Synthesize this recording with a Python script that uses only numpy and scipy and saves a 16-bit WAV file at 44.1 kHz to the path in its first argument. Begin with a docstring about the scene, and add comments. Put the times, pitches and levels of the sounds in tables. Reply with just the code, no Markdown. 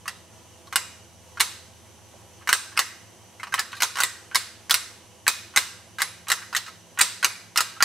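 """Antlers clashing in a wood

Two hard antlers are clashed together in short bunches, a few metres away in an autumn wood.
Each blow is a burst of tiny contacts that rings the bone briefly; trunks scatter it into a hissing tail.
Behind it lie air noise, bands of hiss, low tones, a distant drone and one faint tap, all made by formula.
The recorder bends the loudest peaks and adds fading inverted repeats a few ms apart: a comb of notches."""
import sys
import numpy as np
from scipy import signal
from scipy.fft import rfft, irfft, next_fast_len
from scipy.io import wavfile

SR = 44100
rng = np.random.default_rng(int(sys.argv[2]) if len(sys.argv) > 2 else 0)


def waveform_to_disk(signal):
    """Save audio, clipped to [-1, 1], as 16-bit WAV at the path in sys.argv[1]."""
    frames = np.transpose(np.atleast_2d(signal))
    scaled = np.clip(frames, -1, 1) * 32767
    samples = np.round(scaled).astype(np.int16)
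    wavfile.write(sys.argv[1], SR, samples)


N = 345744   # length in samples
LEFT_RIGHT = np.array([[1], [-1]])   # plus at the left port, minus at the right
BLOW_T = np.arange(1024) / SR   # seconds since a blow began
BODY_TOP_HZ = 3200   # modes above this count as treble, those below as body
SOFT_DULLING = 0.46   # treble dB lost per octave for each dB that a blow peaks below 0 dB
POSES = 3   # the antlers move about, so the blows take turns between three different wood echoes
RADIATES_HZ = 1055   # thin tines send out little bass below this
HIGH_RING_HZ, HIGH_RING_OCT = 5430, 0.47   # favoured treble mode: middle pitch and chance spread in octaves
CRACK_DB = 2   # bare click of the contact, against the treble ring
DIRECT_WIDTH_DB = -14   # the treble of a blow reaches the two ports slightly unlike

# Blows of tine on tine: start_s, level_db (peak before the bass cut),
# pitch_hz (strongest low ring), treble_db (treble ring against body ring)
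BLOWS = [(0.057, -22, 1210, -13), (0.0787, -14, 1906, -3.5), (0.6718, -35, 1135, -10),
         (0.7262, -14.5, 1070, -10.5), (0.758, 1, 2680, -1.5), (1.3728, -24, 1550, -19),
         (1.398, -16, 2200, 10), (1.4027, -4, 3180, 0.5), (1.4073, 2, 2250, 8), (2.412, -40, 1185, -18),
         (2.423, -38, 1640, -16), (2.474, -10.5, 1970, -7), (2.4907, -2, 1470, -5),
         (2.509, -16.5, 1940, -17), (2.5283, 3, 1700, 2), (2.719, -36, 1690, -17), (2.757, -33, 1780, -17),
         (2.768, -20.5, 1580, -7), (2.7746, -6.5, 2110, -14), (2.7916, 1.5, 1924, -1.5),
         (3.398, -28, 2110, -14), (3.4317, -17, 970, -13), (3.47, -25, 960, -16), (3.5238, -20, 1530, -13),
         (3.5404, -3.5, 1330, -8), (3.579, -19, 1970, -19), (3.5826, -20, 1860, -20),
         (3.5885, -16, 1730, -13), (3.593, -5.5, 1760, -0.5), (3.719, -30.5, 1130, 0),
         (3.73, -21, 1550, -26), (3.75, -32, 1590, -2), (3.767, -31, 1180, 2), (3.804, -14.5, 1640, -2.5),
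         (3.821, -3.5, 1480, -4), (3.8322, -1, 1420, 4), (3.9561, -16, 1100, -7), (3.9708, -12, 980, -10),
         (3.9858, -9.5, 1550, -8), (3.9932, -21, 1480, -20), (4.0031, -4, 1570, 0.5), (4.021, -7, 1230, -8),
         (4.035, 0.5, 1980, -1), (4.3136, -29, 1550, -28), (4.3469, -8.5, 1680, -1.5),
         (4.3559, -0.5, 2180, 4), (4.6964, -11.5, 2150, -2.5), (4.7089, 2.5, 1430, 3),
         (4.742, -0.5, 2200, 3), (5.267, -8.5, 1770, -13), (5.2793, 3, 2550, 4), (5.5386, -30, 1430, -18),
         (5.554, -35, 1220, -26), (5.5614, -4.5, 2120, -2.5), (5.574, 5, 1676, 2), (5.985, -18, 1620, -7),
         (5.999, -18.5, 1263, -10), (6.005, -13, 2070, -13), (6.0186, -3.5, 2330, 2),
         (6.2702, -26, 1000, -23), (6.2839, -13.5, 1260, -4.5), (6.3011, -6, 1440, -5),
         (6.3172, -1.5, 1920, -2.5), (6.416, -32.5, 1600, -18), (6.426, -32.5, 1520, -23),
         (6.5281, -17.5, 1420, -13), (6.5491, -7, 1880, -7.5), (6.564, -9, 1930, 13),
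         (6.664, -28, 2900, -4), (6.68, -26, 1310, -8), (6.9751, -19.5, 1470, -31), (6.9888, -7, 1420, -1),
         (6.9961, -10, 1920, -14), (7.009, -4.5, 2020, 0), (7.0126, 3.5, 2100, 12),
         (7.228, -11.5, 1470, -9), (7.237, -15, 2220, -12), (7.2454, 3.5, 2360, -1),
         (7.5593, -10, 1420, -5.5), (7.5745, -1, 2850, 5), (7.5851, -7, 1380, -21), (7.606, -1.5, 1660, -1),
         (7.764, -35, 1340, -11), (7.805, -9.5, 1423, -20), (7.8155, -32, 1280, -25),
         (7.825, 4.5, 1920, -0.5)]


def antlers():
    """Contacts excite the bone's modes; returns mid, side and, for each pose, the sound sent all round."""
    size = N + 2048
    mid, side, thuds = np.zeros((3, size))
    poses = np.zeros((POSES, size))
    for k, (start_s, peak_db, low_hz, treble_db) in enumerate(BLOWS):
        weaker_db = min(peak_db, 0)   # blows above 0 dB get no brighter
        high_hz = HIGH_RING_HZ * 2 ** (HIGH_RING_OCT * rng.standard_normal())
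        body, top, unlike_top = ring_bone(low_hz, high_hz, weaker_db)
        crack, click = contact_crack(weaker_db)
        bright = amp(treble_db) * (top + amp(CRACK_DB) * crack)
        askew = amp(treble_db + DIRECT_WIDTH_DB) * unlike_top
        low, high, unlike = signal.fftconvolve([body, bright, askew], chatter(peak_db), axes=1)
        blow = np.array([low + high, unlike])
        blow *= amp(peak_db) / np.abs(blow[0]).max()
        # over all directions the chance colour of the chatter evens out: same energy, plain ring
        around = body + amp(treble_db) * (top + amp(CRACK_DB) * click)
        around *= np.linalg.norm(blow[0]) / np.linalg.norm(around)

        i = round(start_s * SR)
        mid[i:i + blow.shape[1]] += blow[0]
        side[i:i + blow.shape[1]] += blow[1]
        poses[k % POSES, i:i + len(BLOW_T)] += around
        thuds[i:i + len(BLOW_T)] += amp(peak_db) * hand_thud()
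    bass_cut = signal.butter(4, RADIATES_HZ, "high", fs=SR, output="sos")
    mid, side, *poses = signal.sosfilt(bass_cut, np.vstack([mid, side, poses])[:, :N])
    thuds = thuds[:N]   # the hands' thud escapes the bass cut
    return mid + thuds, side, [around + thuds / np.sqrt(POSES) for around in poses]


RING_S, RING_SLOPE = .034, 1.0   # time to fall 60 dB at 1 kHz, and how fast it shortens with pitch
FREE_RING = .9   # the favoured low mode is held near a node and rings this much longer again
FAVOUR_OCT, SCATTER_DB, DETUNE = .12, 2.0, .012   # how the struck spot picks and shifts its modes
FAVOUR_DB, FAVOUR_HIGH_DB = 8.5, 5.5   # lift of the favoured low and high mode
BODY_DULLING = 0.39   # body dB lost per octave above the favoured low mode for each dB weaker

# Bending modes of the antlers, damped by the hands: pitch_hz (before small shifts),
# level_db (before the struck spot's changes; body and treble are levelled separately afterwards)
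BONE = [(960, -13), (1130, 3.5), (1280, 0.5), (1430, 2), (1580, 6), (1750, 1), (1880, 5.5), (2050, 7.5),
        (2250, 5), (2480, 9.5), (2880, 12), (3950, -1.5), (4300, 0), (4900, 0), (5500, 1.5), (6300, 4),
        (7700, 3), (8500, 5.5), (10800, 6), (11800, -6.5), (14500, 5.5)]


def ring_bone(low_hz, high_hz, weaker_db):
    """Dying sine waves, one per bending mode, favouring modes near two pitches; body, top, unlike top."""
    hz, mode_db = np.transpose(BONE)[:, :, None]
    detune, scatter, unlike = rng.standard_normal((3, len(BONE), 1))
    treble = hz > BODY_TOP_HZ
    favoured_hz = np.where(treble, high_hz, low_hz)
    near = np.exp(-(np.log2(hz / favoured_hz) / FAVOUR_OCT) ** 2)
    # softer blows are duller
    dull_db = SOFT_DULLING * weaker_db * np.log2(hz / BODY_TOP_HZ) * treble
    dull_db += BODY_DULLING * weaker_db * np.maximum(np.log2(hz / low_hz), 0) * ~treble
    favour_db = np.where(treble, FAVOUR_HIGH_DB, FAVOUR_DB) * near
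    ring_s = RING_S * (1000 / hz) ** RING_SLOPE * (1 + FREE_RING * near * ~treble)
    level_db = mode_db + dull_db + favour_db + SCATTER_DB * scatter - 60 * BLOW_T / ring_s
    # low modes close to the favoured pitch are drawn to it; the grip shifts all modes a little
    pitch = hz * (low_hz / hz) ** (near ** 2 * ~treble) * (1 + DETUNE * detune)
    modes = amp(level_db) * np.sin(2 * np.pi * pitch * BLOW_T)
    groups = [modes * ~treble, modes * treble, modes * treble * unlike]
    return [rms_one(group.sum(axis=0)) for group in groups]


CRACK_S, CRACK_TOP_HZ = 0.0025, 7900   # fading time constant; treble limit at full force


def contact_crack(weaker_db):
    """Bare contact: a noise crack and a single click, duller when the touch is soft."""
    top_hz = CRACK_TOP_HZ * amp(SOFT_DULLING * weaker_db)
    pole = np.exp(-2 * np.pi * top_hz / SR)
    noise = rng.standard_normal(len(BLOW_T)) * np.exp(-BLOW_T / CRACK_S)
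    crack, click = signal.lfilter([1], [1, -pole], [noise, BLOW_T == 0])
    return rms_one(crack), rms_one(click)


FIRST_TOUCH, BODY_TOUCH = 7.0, 14.0   # first contact against the chatter, as treble and as heavy body feel it
# fading time constant at 0 dB; softer touches drag on longer; chance spread of that time
CHATTER_MS, CHATTER_MS_PER_DB, CHATTER_SPREAD_DB = 2.47, 0.3, 2.0


def chatter(peak_db):
    """One strong first contact, then tiny random contacts dying out; rows for body, treble, unlike treble."""
    fade_ms = (CHATTER_MS - CHATTER_MS_PER_DB * peak_db) * amp(CHATTER_SPREAD_DB * rng.standard_normal())
    rough = rng.standard_normal(len(BLOW_T))
    # squaring with the sign kept makes a few contacts stand out
    contacts = rough * np.abs(rough) * np.exp(-BLOW_T * 1000 / max(fade_ms, .05))
    contacts = np.tile(contacts, (3, 1))
    contacts[:, 0] = BODY_TOUCH, FIRST_TOUCH, FIRST_TOUCH
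    return contacts / np.linalg.norm(contacts, axis=1, keepdims=True)


THUD_HZ, THUD_T60_S, THUD_DB = 466, 0.017, -33.5   # pitch, time to fall 60 dB, start against the blow's peak


def hand_thud():
    """Small thud from the gripping hands: one quickly dying low sine."""
    return amp(THUD_DB - 60 * BLOW_T / THUD_T60_S) * np.sin(2 * np.pi * THUD_HZ * BLOW_T)


WOOD_ONSET_S = 0.0071   # time constant of the echoes' build-up
NEAR_T60_S, NEAR_DB = 0.061, 17   # ground, trunk and body close by answer first and louder

# Scattering by trunks: pitch_hz, t60_s (time for the slow part to fall 60 dB),
# level_db (slow part, per 10 ms of echoes, before the build-up)
WOOD = [(360, 0.056, -11.5), (864, 0.42, -21), (1950, 0.63, -22), (5600, 0.59, -18.5), (10000, 0.46, -15),
        (15300, 0.45, -17)]


def woodland(x):
    """Dense echoes: noise that builds up quickly and dies band by band, fast at first, then slowly."""
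    size = SR // 2
    t, tail = np.arange(size) / SR, 0
    noise = rfft(at_ports(np.ones_like, size))
    octave = np.log2(np.fft.rfftfreq(size, 1 / SR) + 1)
    for centre_hz in 250 * 2 ** np.arange(0, 6.5, .5):   # overlapping half-octave steps
        weight = np.clip(1 - 2 * np.abs(octave - np.log2(centre_hz)), 0, 1)
        band = irfft(noise * weight, size)
        slow = amp(-60 * t / at_hz(WOOD, centre_hz, axis=1))
        near = amp(NEAR_DB - 60 * t / NEAR_T60_S)
        tail = tail + band * (slow + near) * amp(at_hz(WOOD, centre_hz, axis=2))
    tail = tail * (1 - np.exp(-t / WOOD_ONSET_S)) / np.sqrt(SR / 100)   # levels are per 10 ms
    return signal.fftconvolve(tail, x[None], axes=1)[:, :N]


TAP_S, TAP_HZ, TAP_WIDTH_HZ = 2.14, 650, 230   # start, pitch and width of the resonance
TAP_T60_S, TAP_DB = 0.1, -45.5   # time to fall 60 dB, starting level


def tap():
    """One faint dull tap in a pause: a puff of noise in one low resonance, dying quickly."""
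    t = np.arange(N) / SR - TAP_S
    return amp(TAP_DB - 60 * np.abs(t) / TAP_T60_S) * (t > 0) * narrow(TAP_HZ, TAP_WIDTH_HZ)


# Distant engine-like drone: start_s, pitch_hz, level_db (rms), octave_db (rms of the octave above)
DRONE = [(0, 83.9, -63, -64.5), (1.8, 83.9, -59.5, -68.5), (3, 84.4, -67, -69), (5, 83.3, -66, -80),
         (5.8, 85.76, -63.5, -64.5), (7.84, 85.5, -76, -64.5)]


def drone():
    """A low sine and its octave, gliding slowly in pitch and level."""
    t, out = np.arange(N) / SR, 0
    start_s, pitch_hz, *levels_db = np.transpose(DRONE)
    turns = np.cumsum(np.interp(t, start_s, pitch_hz)) / SR
    for k, level_db in enumerate(levels_db, 1):
        tone = np.sqrt(2) * np.sin(2 * np.pi * k * turns - TONE_LEAD * LEFT_RIGHT)   # right port leads
        out = out + amp(np.interp(t, start_s, level_db)) * waver() * tone
    return out


TONE_LEAD = 0.41   # radians by which low tones run early at one port and late at the other

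# Steady low tones: pitch_hz, level_db (rms before the slow waver)
TONES = [(102.4, -65), (108.3, -64), (216.7, -71.5), (325.3, -71.5)]


def low_tones():
    """Sines of steady pitch and slowly wavering level, each from a chance starting phase."""
    t, out = np.arange(N) / SR, 0
    for pitch_hz, level_db in TONES:
        turns = pitch_hz * t + rng.random()
        tone = np.sqrt(2) * np.sin(2 * np.pi * turns + TONE_LEAD * LEFT_RIGHT)   # left port leads
        out = out + amp(level_db) * waver() * tone
    return out


# Narrow bands of hiss: pitch_hz, width_hz, level_db (rms before the slow waver)
HUM = [(343, 44, -70.5), (503, 23, -70), (646, 21, -72), (2980, 500, -66), (6060, 670, -62.5),
       (10800, 1100, -69.5)]


def hiss_bands():
    """Noise squeezed into narrow resonances, each wavering on its own."""
    out = 0
    for pitch_hz, width_hz, level_db in HUM:
        out = out + amp(level_db) * waver() * narrow(pitch_hz, width_hz)
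    return out


AIR_DB = -53.5   # rms of the whole air noise before its waver

# Colour of air, leaves and distant rumble: pitch_hz, level_db (per Hz, relative)
AIR = [(25, -24), (55, -24), (110, -13.5), (175, -9), (260, -14), (400, -13), (700, -14), (1000, -14),
       (1300, -21), (2300, -22), (4500, -24), (8000, -22), (12000, -26), (16000, -32.5)]


def air():
    """Broad steady noise shaped by pitch, with half the waver (in dB) of the other layers."""
    noise = at_ports(lambda hz: amp(at_hz(AIR, hz, axis=1)), N)
    return amp(AIR_DB) * rms_one(noise) * np.sqrt(waver())


WAVER_DB, WAVER_HZ = 1.3, 6   # rms size and top speed of the background's unsteadiness


def waver():
    """Slow random gain: smoothed noise drawn at 100 values a second."""
    smooth = signal.butter(2, WAVER_HZ, fs=100, output="sos")
    slow = signal.sosfilt(smooth, rng.standard_normal(N * 100 // SR + 52))
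    slow = rms_one(slow[50:])   # skip the filter's start
    return amp(WAVER_DB * np.interp(np.arange(N) * 100 / SR, np.arange(len(slow)), slow))


def narrow(centre_hz, width_hz):
    """Noise in one resonance, rms 1."""
    return rms_one(at_ports(lambda hz: 1 / (1 + (2 * (hz - centre_hz) / width_hz) ** 2), N))


# How the two ports hear scattered sound: pitch_hz, likeness (1 is identical, no unit),
# balance_db (left minus right)
PORTS = [(60, 0.7, 1.5), (300, 0.72, -4), (1440, 0.9, -1), (3200, 0.74, -2), (6650, 0.44, -1),
         (14700, 0.034, -0.2)]


def at_ports(shape, size):
    """Stereo noise of a given amplitude spectrum, as alike and balanced as the two ports hear it."""
    hz = np.fft.rfftfreq(size, 1 / SR)
    mid, side = rfft(rng.standard_normal((2, size)))
    alike = np.clip(at_hz(PORTS, hz, axis=1), 0, 1)
    pair = np.sqrt(1 + alike) * mid + np.sqrt(1 - alike) * side * LEFT_RIGHT
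    balance = amp(at_hz(PORTS, hz, axis=2) / 2 * LEFT_RIGHT)
    return irfft(pair * shape(hz) * balance, size)


def at_hz(table, hz, axis):
    """Column of a table read on a log-frequency axis."""
    table = np.array(table)
    return np.interp(np.log(hz + 1), np.log(table[:, 0]), table[:, axis])


def amp(db):
    """dB to gain."""
    return 10 ** (np.asarray(db) / 20)


def rms_one(x):
    """Scale to rms 1."""
    return x / np.sqrt(np.mean(x ** 2) + 1e-20)


DIRECT_PAN_DB = -1.5   # direct blows, left minus right


def scene():
    """Blows at both ports, their scattering and the background."""
    mid, side, poses = antlers()
    direct = (mid + side * LEFT_RIGHT) * amp(DIRECT_PAN_DB / 2 * LEFT_RIGHT)
    scattered = sum(woodland(around) for around in poses)
    background = air() + hiss_bands() + low_tones() + drone()
    return direct + scattered + tap() + background


MIC_TOP_HZ, CUTOFF_HZ = 12500, 16500   # the microphone fades at the top; almost nothing passes the cutoff
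BEND, TOP = .036, 1.5   # lopsidedness and ceiling of the overload
COMB_HZ, COMB_FADE_HZ = 149.85, 40000   # spacing of the notches, and how slowly they fade with pitch
COMB_ZERO, COMB_POLE = .92, 0.5   # depth of the notches, and how narrow they are


def record(dry):
    """Lopsided overload adds a low thump to hard blows; then the notch comb and the top cut."""
    heard = signal.sosfilt(signal.butter(2, MIC_TOP_HZ, fs=SR, output="sos"), dry)
    bent = TOP * np.tanh((heard + BEND * heard ** 2) / TOP)
    size = next_fast_len(N + 8192)
    hz = np.fft.rfftfreq(size, 1 / SR)
    delay = np.exp(-2j * np.pi * hz / COMB_HZ - hz / COMB_FADE_HZ)   # notches get shallower in the treble
    comb = (1 - COMB_ZERO * delay) / (1 - COMB_POLE * delay)
    out = irfft(rfft(bent, size) * comb, size)[:, :N]
    return signal.sosfilt(signal.cheby2(16, 75, CUTOFF_HZ, fs=SR, output="sos"), out)


dry = scene()
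out = record(dry)
waveform_to_disk(out)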